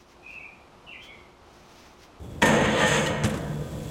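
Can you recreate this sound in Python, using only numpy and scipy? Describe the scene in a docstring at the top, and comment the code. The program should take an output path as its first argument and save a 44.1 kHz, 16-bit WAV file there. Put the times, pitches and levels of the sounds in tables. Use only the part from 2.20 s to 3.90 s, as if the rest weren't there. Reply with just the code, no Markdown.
"""A bike's steel pegs slam onto a stair handrail, grind down it and clack off the end.
Stick-slip friction and knocks drive the rail's modes; the railing booms and rings on.
The tyres thump onto asphalt, chain and frame rattle, and the freewheel whirrs as the bike
rolls off. Walls reverberate; a low town hum lies underneath."""
import sys
import numpy as np
from scipy import signal
from scipy.fft import rfft, irfft
from scipy.io import wavfile
from scipy.ndimage import uniform_filter1d

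SR = 44100
rng = np.random.default_rng(int(sys.argv[2]) if len(sys.argv) > 2 else 0)


def transcribe(u):
    """Save the signal u as a 16-bit wav file named by the first command-line argument.

    u: samples, shape (n,) or (channels, n), limited to [-1, 1]; the rate is SR.
    q: integer samples, one column per channel.
    """
    v = np.clip(np.atleast_2d(u).T, -1, 1)
    q = np.round(v * 32767).astype(np.int16)
    wavfile.write(sys.argv[1], SR, q)


N = 74970
T = np.arange(N) / SR
STEEL_RISE_S = 0.0004


def undb(db):
    return 10 ** (np.asarray(db) / 20)


def unit_rms(x):
    return x / np.sqrt(np.mean(x ** 2))


def butter(x, hz, kind, order=2):
    return signal.sosfilt(signal.butter(order, hz, kind, fs=SR, output="sos"), x)


def colour(x, spectrum):
    """Unit-energy minimum-phase filter from rows of freq_hz, gain_db."""
    freq_hz, gain_db = np.array(spectrum).T
    bins_hz = np.maximum(np.arange(2049) * SR / 4096, 1)
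    cepstrum = irfft(np.interp(np.log(bins_hz), np.log(freq_hz), gain_db) * np.log(10) / 20)
    cepstrum[1:2048] *= 2
    cepstrum[2049:] = 0
    impulse = irfft(np.exp(rfft(cepstrum)))
    return signal.fftconvolve(x, impulse / np.sqrt(np.sum(impulse ** 2)))[:N]


def envelope(table, column):
    """Gain over time from a dB column, silent outside the table."""
    rows = np.array(table)
    return undb(np.interp(T, rows[:, 0], rows[:, column], left=-120, right=-120))


def wander(rate_hz):
    """Random steps at rate_hz, smoothed twice."""
    hold = int(SR / rate_hz)
    steps = np.repeat(rng.standard_normal(N // hold + 1), hold)
    return 1.143 * uniform_filter1d(uniform_filter1d(steps, hold), hold)[:N]


def stick_slip(slips_per_s=4000, spread_db=2):
    """Dense uneven friction clicks over a rubbing hiss."""
    slipping = rng.random(N) < slips_per_s / SR
    clicks = slipping * rng.standard_normal(N)
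    clicks *= undb(spread_db * np.minimum(rng.exponential(size=N), 3.5))
    return unit_rms(unit_rms(clicks) + undb(-0.5) * rng.standard_normal(N))


def decay(start_s, level_db, t60_s, rise_s):
    """Impact envelope: fast rise, exponential fall."""
    age_s = np.maximum(T - start_s, 0)
    return undb(level_db - 60 * age_s / t60_s) * (1 - np.exp(-age_s / rise_s))


def struck_mode(hits, pitch_hz, t60_s, rise_s=STEEL_RISE_S):
    """One damped sine per hit."""
    return sum(decay(start_s, level_db, t60_s, rise_s) * np.sin(2 * np.pi * pitch_hz * (T - start_s))
               for start_s, level_db in hits)


def town_hum(level_db=-38):
    """Low town noise, drifting slightly in level."""
    # freq_hz, gain_db
    spectrum = [(30, -3.5), (90, -1), (250, -9.5), (400, -12), (649, -18), (1760, -34.5), (2290, -37.5),
                (16000, -60)]
    return unit_rms(colour(rng.standard_normal(N), spectrum)) * undb(level_db + 0.84 * wander(8.6))


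def freewheel():
    """Freewheel and chain whirr: faint in the air, louder rolling away."""
    # time_s, level_db
    levels = [(0, -58.5), (1.09, -59), (1.106, -48.5), (1.282, -52.5), (1.45, -49.5), (1.7, -47.5)]
    # freq_hz, gain_db
    spectrum = [(710, -22), (1570, -25), (2130, -2), (3150, -2), (3380, 6), (3750, -4), (5070, -7),
                (7000, -4), (7730, -0.5), (8630, -9.5), (10100, -7), (11500, -14.5), (13100, -9),
                (16000, -14)]
    return undb(-2) * colour(stick_slip() * envelope(levels, 1) * undb(1.1 * wander(37.54)), spectrum)


def metal_knocks(landing_s=1.03):
    """Noisy blows of pegs, chain and frame. Returns their sound and their push on the rail until landing."""
    # start_s, level_db, bass_offset_db, treble_offset_db, t60_s
    knocks = [(0.2161, -25, -4, -25, 0.037), (0.2200, -20, -16, 8, 0.069), (0.2249, -16, -6, 7, 0.086),
              (.256, -19, -4, 10.5, 0.24), (0.412, -27.5, 10, 9, 0.044), (0.677, -28, -18, 20.5, 0.065),
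              (0.862, -19.5, -16, 2.5, 0.11), (1.036, -13, -14, -15, 0.04), (1.0437, -11, -27, -17, 0.022),
              (1.049, -15.5, -14, 9.5, 0.093), (1.058, -23, -12, -18, 0.068), (1.073, -33, -13, 26, 0.034),
              (1.0944, -25, -25, 13, 0.071), (1.1392, -26, -1, 7, 0.19), (1.1735, -22.5, 1, 11, 0.026)]
    # freq_hz, gain_db
    spectrum = [(120, -31), (200, 9), (353, -4), (1400, -21.5), (1560, -17.5), (2290, -25), (3430, -23.5),
                (4350, -31), (7540, -27), (16000, -56.5)]
    gains = np.zeros((3, N))
    for start_s, level_db, bass_db, treble_db, t60_s in knocks:
        gains += decay(start_s, level_db, t60_s, STEEL_RISE_S) * undb([[bass_db], [0], [treble_db]])
    bass_gain, mid_gain, treble_gain = gains
    noise = stick_slip()
    bass, treble = butter(noise, 2000, "low"), butter(noise, 9500, "high")
    blows = bass * bass_gain + (noise - bass - treble) * mid_gain + treble * treble_gain
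    return colour(blows, spectrum), noise * mid_gain * (T < landing_s)


def peg_slam():
    """The pegs land on the rail: two blows ring the steel."""
    # start_s, level_db
    hits = [(.2203, -13), (.2258, -21.5)]
    # pitch_hz, gain_db, t60_s
    modes = [(964.5, -6, 0.18), (1846, 3.5, 0.019), (2470, -7, 0.042), (3290, -4.5, 0.026)]
    return sum(undb(gain_db) * struck_mode(hits, pitch_hz, t60_s) for pitch_hz, gain_db, t60_s in modes)


def peg_grind():
    """Stick-slip in six bands shakes, scrapes and sizzles. Returns the sound and the drive on the rail."""
    # time_s, rumble_db, body_db, clatter_db
    shake_levels = [(0.221, -20, -24, -23.5), (0.319, -31, -28, -18), (0.459, -23.5, -25.5, -28.5),
                    (0.545, -44, -28, -24.5), (0.631, -29, -35, -24.5), (0.813, -33, -27, -29.5),
                    (0.859, -48, -28, -33.5), (0.903, -21.5, -46, -28.5), (1.015, -69, -64, -33),
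                    (1.047, -39, -27, -27.5), (1.085, -28, -43, -32), (1.303, -33, -53, -40.5),
                    (1.327, -49.5, -41, -39), (1.409, -35.5, -45.5, -43), (1.7, -32, -43, -46.5)]  # outlasts the peg contact
    # time_s, low_scrape_db, high_scrape_db, sizzle_db
    grind_levels = [(0.221, -25, -36, -30), (0.227, -18.5, -27, -37.5), (0.241, -27.5, -31.5, -39.5),
                    (0.366, -26.5, -31.5, -39), (0.383, -35, -33, -45.5), (0.459, -26.5, -32, -40.5),
                    (0.465, -33, -33, -46), (0.559, -34, -29.5, -43.5), (0.611, -26.5, -25.5, -37.5),
                    (0.637, -22, -32, -37), (0.649, -35, -29, -41), (0.666, -30, -27, -35),
                    (0.782, -25, -25, -34.5), (0.857, -36, -45, -39), (0.863, -29.5, -36, -40),
                    (0.941, -39.5, -61, -53), (1.032, -41, -59, -67)]
    # each: freq_hz, gain_db
    rumble_spectrum = [(29, -55.5), (50, -10), (210, 4.5), (250, -5.5), (296, -0.5), (399, -5), (501, 10.5),
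                       (768, -5), (912, -11), (1500, -11.5), (1950, -18), (3300, -120)]
    scrape_spectrum = [(530, -36.5), (900, -1.5), (1150, -9), (1220, -10), (1840, 0), (2060, -7.5),
                       (3210, -5), (4310, -18), (5800, -32.5), (7540, -29), (12800, -120)]
    sizzle_spectrum = [(3060, -29), (5200, -11), (5710, -25), (6250, -2.5), (6610, -3.5), (7900, -6),
                       (10900, -27.5), (13900, -27.5), (16000, -34)]
    # edges_hz, kind, drive_db
    bands = [(135, "low", 7), ((135, 400), "band", 4.5), ((400, 1150), "band", 2),
             ((1150, 2400), "band", 3), ((2400, 5000), "band", 5.5), (5000, "high", -21)]
    friction = [stick_slip() * envelope(levels, column) * undb(1.32 * wander(25.07))
                for levels in (shake_levels, grind_levels) for column in (1, 2, 3)]
    drives = [undb(drive_db) * butter(noise, edges_hz, kind)
              for noise, (edges_hz, kind, drive_db) in zip(friction, bands)]
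    rumble, body = drives[:2]
    clatter, low_scrape, high_scrape, sizzle = friction[2:]
    shake = colour(rumble + body + butter(clatter, 400, "high"), rumble_spectrum)
    scrape = colour(butter(low_scrape, 2400, "low") + butter(high_scrape, 2400, "high"), scrape_spectrum)
    sound = undb(-1) * shake + undb(-0.5) * scrape + undb(-0.55) * colour(sizzle, sizzle_spectrum)
    return sound, sum(drives)


def rail_ring(drive):
    """Modes in beating pairs; coupling wanders with the contact point, pitch until the pegs leave."""
    # pitch_hz, gain_db, t60_s
    modes = [(299, -23.5, 0.73), (342, -17, 0.5), (492, -17, 0.47), (514.8, -14.5, 0.26),
             (558.3, -12.5, 0.13), (625, -14, 0.077), (653, -20, 0.068), (875, -13.5, 0.56),
             (957, -16.5, 0.41), (991, -15.5, 2.45), (1215, -12.5, 0.25), (1544, -14.5, 2.46),
             (1611, -17, 2.8), (1713, -11.5, 0.5), (1836, -9.5, 0.45), (1860, -9.5, 0.37),
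             (2180, -11, 0.36), (3084, -16.5, 0.17), (3400, -12.5, 0.13), (6140, -20, .9),
             (6330, -11.5, 1.2), (6475, -22, 0.99), (6500, -17, 1.1)]
    pair_split, coupling_db, waver_hz, pegs_off_s = 0.003834, 4.5, 14.24, 0.9
    ring = 0
    for pitch_hz, gain_db, t60_s in modes:
        pole = np.exp(-np.log(1000) / (t60_s * SR))
        force = drive * undb(gain_db + coupling_db * wander(12.03))
        bend_hz = waver_hz * wander(15) * (T < pegs_off_s)
        for mode_hz in (pitch_hz * (1 - pair_split / 2), pitch_hz * (1 + pair_split / 2)):
            carrier = np.exp(2j * np.pi * np.cumsum(mode_hz + bend_hz) / SR)
            amplitude = signal.lfilter([1], [1, -pole], force / carrier)
            ring += np.sqrt(2 * (1 - pole)) * (carrier * amplitude).real
    return ring


def rail_boom(pitches_hz=(149.2, 212.8), waver_ratio=0.0183):
    """The railing's two lowest modes, wavering in pitch and level."""
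    # time_s, first_mode_db, second_mode_db
    levels = [(0.221, -56, -35), (0.355, -58, -24.5), (0.393, -27, -38), (0.417, -32, -42.5),
              (0.521, -55, -24.5), (0.541, -38, -57.5), (0.645, -30.5, -26), (0.673, -47, -40),
              (0.735, -30, -40), (0.793, -33, -26), (0.849, -32, -51), (0.933, -37.5, -31.5),
              (1.051, -27.5, -37.5), (1.221, -44.5, -40.5), (1.287, -32.5, -38.5), (1.427, -33, -45.5),
              (1.509, -59, -42), (1.553, -37, -56), (1.591, -42.5, -39), (1.7, -39, -48.5)]
    boom = 0
    for column, pitch_hz in enumerate(pitches_hz, 1):
        gain = envelope(levels, column) * undb(1.84 * wander(30.52))
        phase = 2 * np.pi * np.cumsum(pitch_hz * (1 + waver_ratio * wander(30))) / SR
        boom += np.sqrt(2) * gain * np.sin(phase)
    return boom


def peg_clack():
    """A peg rings briefly as it clacks off the rail's end."""
    # start_s, level_db
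    hits = [(.8615, -26), (.869, -22.5)]
    # pitch_hz, gain_db, t60_s
    modes = [(2480, -13, 0.043), (2970, 1.5, 0.03), (4190, -6.5, .04)]
    return sum(undb(gain_db) * struck_mode(hits, pitch_hz, t60_s) for pitch_hz, gain_db, t60_s in modes)


def tyre_thumps():
    """Tyres hit asphalt: one low, heavily damped mode."""
    # start_s, level_db
    hits = [(1.0428, -10), (1.0535, -27), (1.29, -26)]
    return -struck_mode(hits, pitch_hz=115.3, t60_s=0.065, rise_s=0.00067)


def wall_reverb(x, level_db=-11.5, t60_s=0.86, cutoff_hz=3150, delay_s=0.008):
    """Diffuse wall reflections: a dull, decaying noise tail."""
    tail = rng.standard_normal(SR) * undb(-60 * T[:SR] / t60_s) * (T[:SR] > delay_s)
    tail = butter(tail, cutoff_hz, "low", order=1)
    return undb(level_db) * signal.fftconvolve(x, tail / np.sqrt(np.sum(tail ** 2)))[:N]


def scene():
    """Mono mix; only the brighter metal sounds feed the reverb."""
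    knocks, knock_drive = metal_knocks()
    whirr = freewheel()
    grind, grind_drive = peg_grind()
    ring = undb(-10) * rail_ring(grind_drive + undb(-3) * knock_drive)
    metal = whirr + knocks + peg_slam() + grind + ring + peg_clack()
    return (metal + wall_reverb(metal) + town_hum() + rail_boom() + tyre_thumps())[None, :]


def record(dry, low_hz=46, top_hz=15800):
    """Deep-bass roll-off and a steep top cut."""
    top_cut = signal.ellip(10, 0.2, 75, top_hz, fs=SR, output="sos")
    return signal.sosfilt(top_cut, butter(dry, low_hz, "high"))


dry = scene()
out = record(dry)
transcribe(out)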